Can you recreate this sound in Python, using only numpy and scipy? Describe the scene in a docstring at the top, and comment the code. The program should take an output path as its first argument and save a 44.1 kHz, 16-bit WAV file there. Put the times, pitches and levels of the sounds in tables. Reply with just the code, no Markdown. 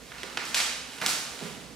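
"""In a bare, echoing room with a tiled floor, scissors work through bubble wrap around a parcel.
A low hum lies under everything, and the wrap crinkles in the hands as its tiny creases snap.
The film ticks under the blades, then bubbles burst in two sharp clusters, each with a bright echo.
Hands and scissors also bump the padded parcel, which answers with soft, dull thuds."""
import sys
import numpy as np
from scipy import signal
from scipy.fft import rfft, irfft
from scipy.io import wavfile

SR = 44100
rng = np.random.default_rng(int(sys.argv[2]) if len(sys.argv) > 2 else 0)


def wav_record(signal):
    """Record a signal, one row per channel, as 16-bit PCM in the file named by sys.argv[1]."""
    frames = np.transpose(np.atleast_2d(signal))
    bounded = np.clip(frames, -1, 1)
    # unit amplitude maps onto the largest positive 16-bit level
    quanta = np.round(bounded * 32767).astype(np.int16)
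    wavfile.write(sys.argv[1], SR, quanta)


N = 77175
TIME = np.arange(N) / SR
BIN_HZ = np.maximum(np.arange(N // 2 + 1) * SR / N, 1)  # the frequency of each point in a spectrum


def from_db(db):
    """Turn decibels into a number to multiply by."""
    return 10 ** (np.asarray(db) / 20)


def rms_one(x):
    """Scale a sound so that its average strength (rms) is 1."""
    return x / np.sqrt(np.mean(x ** 2) + 1e-20)


def at_hz(points, hz):
    """Read between the rows of a frequency table, with all octaves equally wide."""
    row_hz, value = np.transpose(points)
    return np.interp(np.log(hz), np.log(row_hz), value)


def coloured(x, spectrum):
    """Turn each frequency up or down as a table says."""
    return irfft(rfft(x) * from_db(at_hz(spectrum, BIN_HZ)), N)


def resonate(x, hz, q):
    """Let through the sound around one pitch; a low q makes the band wide."""
    angle = 2 * np.pi * hz / SR
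    width = np.sin(angle) / (2 * q)
    return signal.lfilter([width, 0, -width], [1 + width, -2 * np.cos(angle), 1 - width], x + 1e-18)


def low_pass(x, hz, order=2):
    """Soften everything above hz."""
    return signal.sosfilt(signal.butter(order, min(hz, SR / 2 - 1000), fs=SR, output="sos"), x)


def diffuse_noise():
    """Stereo noise arriving from all around: alike in the bass, nearly unrelated in the high treble."""
    # how alike left and right are: f/Hz, correlation (1 = the same)
    likeness = [(60, 0.84), (250, 0.89), (1000, 0.71), (2000, 0.61), (4000, 0.6), (7500, 0.25),
                (14000, -0.2)]
    alike = np.clip(at_hz(likeness, BIN_HZ), -1, 1)
    mid, side = rfft(rng.standard_normal((2, N)))
    return irfft(np.sqrt(1 + alike) * mid + np.sqrt(1 - alike) * side * [[1], [-1]], N)


def room_hum():
    """The room rumbles and hisses steadily, with three low tones that waver in loudness."""
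    # tone of the rumble and hiss: f/Hz, relative level/dB
    noise_colour = [(25, -24), (42, -16), (56, 1.5), (75, -7.5), (100, -11.5), (140, -1.5), (200, -6.5),
                    (260, 0), (330, -9), (480, -3), (750, -13.5), (2000, -15.5), (6000, -19),
                    (12000, -27.5), (16000, -38)]
    # humming tones: f/Hz, level/dB
    hum_tones = [(57, -63), (179, -62.5), (243, -56.5)]
    sound = from_db(-46) * rms_one(coloured(diffuse_noise(), noise_colour))
    for hz, db in hum_tones:
        waver = rms_one(low_pass(rng.standard_normal(2 * N), hz=5.7)[N:])
        tone = np.sin(2 * np.pi * (hz * TIME + rng.random()))
        sound += from_db(db) * (1 + 0.66 * waver) * tone
    return sound


def room_echo():
    """The bare room answers a click with many reflections that swell, then die away band by band."""
    # time the echo takes to fade by 60 dB: f/Hz, t/s
    fade_times = [(150, 0.86), (500, 1), (1200, 0.89), (3000, 0.87), (7000, 0.83), (14000, 0.57)]
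    # tone of the echo: f/Hz, relative level/dB
    echo_colour = [(100, 5.5), (400, 0), (900, 0.5), (1800, -1.5), (3200, -4), (5500, -1), (8000, 1.5),
                   (12000, 2), (15500, 1.5)]
    delay_s, build_s = 0.0036, 0.011
    spectrum, tail = rfft(diffuse_noise()), 0
    centres_hz = np.geomspace(100, 16000, 16)
    for hz, this_band in zip(centres_hz, np.eye(len(centres_hz))):
        band = irfft(spectrum * np.interp(np.log(BIN_HZ), np.log(centres_hz), this_band), N)
        tail += band * np.exp(-np.log(1000) * TIME / at_hz(fade_times, hz))
    swell = 1 - np.exp(-np.maximum(TIME - delay_s, 0) / build_s)
    return rms_one(coloured(tail, echo_colour) * swell) / np.sqrt(N)


def convolve(x, response):
    """Play a one-channel sound through a pattern of echoes."""
    return signal.fftconvolve(np.atleast_2d(x), np.atleast_2d(response), axes=1)[:, :N]


def wrap_crinkle(room):
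    """Tiny creases of uneven size snap at random while the film is handled."""
    # how hard the wrap is handled: t/s, relative level/dB
    handling = [(0, -43.5), (.1, -46), (.2, -47.5), (.33, -40.5), (.47, -40.5), (.62, -39.5), (.8, -48.5),
                (.93, -40.5), (1.0, -38.5), (1.15, -45), (1.37, -37.5), (1.42, -35), (1.5, -41.5),
                (1.56, -46), (1.62, -49), (1.68, -73), (1.75, -64)]
    # tone of the creases: f/Hz, relative level/dB
    crease_colour = [(300, -27), (700, 1), (1500, 1.5), (3000, 3), (6000, -6.5), (10000, -11),
                     (15000, -23.5)]
    snaps_per_s, spread_db = 900, 4.5
    sizes = from_db(spread_db * np.minimum(rng.exponential(1, N), 4))
    signs = rng.choice([-1, 1], N)
    snaps = sizes * signs * (rng.random(N) < snaps_per_s / SR)
    loudness = from_db(np.interp(TIME, *np.transpose(handling)))
    film = rms_one(coloured(snaps, crease_colour)) * loudness
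    return from_db(-8.5) * film + from_db(-2) * convolve(film, room)


def bubble_pops(room):
    """The blades snap the film or burst a bubble: one sharp pressure swing, then flutter and echoes."""
    # ticks and pops: t/s, peak level before echoes/dB, pitch f/Hz, treble edge f/Hz, extra room level/dB
    pops = [(.1190, -25.5, 1720, 3000, 0), (0.1825, -26, 2780, 5940, 5.5), (.2328, -19.5, 1500, 8900, -0.5),
            (.3729, -9.5, 1850, 5460, -1), (0.4531, -20.5, 4400, 11800, 2.5), (.5452, -4, 2730, 10300, 4.5),
            (.6022, -10.5, 2380, 7000, -2.5), (0.6035, -16, 3450, 9100, 4.5),
            (1.0153, -14.5, 1620, 13000, 7), (1.0166, -20.5, 1610, 4000, 0),
            (1.0218, -14.5, 1410, 3020, -1), (1.0628, -5.5, 3500, 12900, 2.5)]
    # echoes off the hands, parcel and floor: rough delay t/s, relative level/dB
    near_echoes = [(.0013, -6), (.0030, -6), (.0062, -6.5), (0.0143, -17)]
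    flaps_per_s, flutter_fade_s = 1500, 0.0039
    direct, into_room = np.zeros((2, N))
    for start_s, db, hz, edge_hz, room_db in pops:
        click = np.zeros(N)
        click[int(start_s * SR)] = -1
        pulse = low_pass(resonate(click, hz, q=0.97), edge_hz)
        pulse *= from_db(db) / np.abs(pulse).max()
        flaps = (rng.random(N) < flaps_per_s / SR) * rng.standard_normal(N)  # the torn film flutters
        repeats = flaps * from_db(-3) * np.exp(-TIME / flutter_fade_s)
        repeats[0] = 1  # the pop itself
        for delay_s, echo_db in near_echoes:
            repeats[int(delay_s * rng.uniform(0.9, 1.1) * SR)] += from_db(echo_db)
        direct = direct + convolve(pulse, repeats)
        into_room += pulse * from_db(room_db)
    return direct + from_db(8.5) * convolve(into_room, room)


def parcel_bumps(room):
    """The padded parcel answers a push with a dull thud that dies quickly."""
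    # bumps of hands and scissors: t/s, level before rise and fade/dB, f/Hz, fade t/s
    bumps = [(0.233, -30.5, 390, 0.011), (.372, -33, 345, .012), (1.016, -35, 190, .03),
             (1.026, -36, 620, 0.042), (1.063, -37, 220, 0.023), (1.408, -36.5, 455, 0.049),
             (1.421, -33, 188, 0.027), (1.55, -47, 220.5, 0.094)]
    rise_s, q = 0.004, 1.23
    thuds = 0
    for start_s, db, hz, fade_s in bumps:
        age = np.maximum(TIME - start_s, 0)
        body = rms_one(resonate(resonate(rng.standard_normal(N), hz, q), hz, q))
        thuds += from_db(db) * body * (1 - np.exp(-age / rise_s)) * np.exp(-age / fade_s)
    return thuds + from_db(-3.5) * convolve(thuds, room)


def scene():
    """Pops, bumps and crinkles echo in the same room, over its hum."""
    room = room_echo()
    return bubble_pops(room) + parcel_bumps(room) + wrap_crinkle(room) + room_hum()


def record(dry):
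    """The shaded left sound inlet hears less bass and middle; both sides lose the highest treble."""
    left, right = dry
    shade_db, cutoff_hz = -8.5, 15700
    left = left + (from_db(shade_db) - 1) * low_pass(left, hz=4200, order=1)
    treble_cut = signal.ellip(10, 0.2, 80, cutoff_hz, fs=SR, output="sos")
    return signal.sosfilt(treble_cut, [left, right])


dry = scene()
out = record(dry)
wav_record(out)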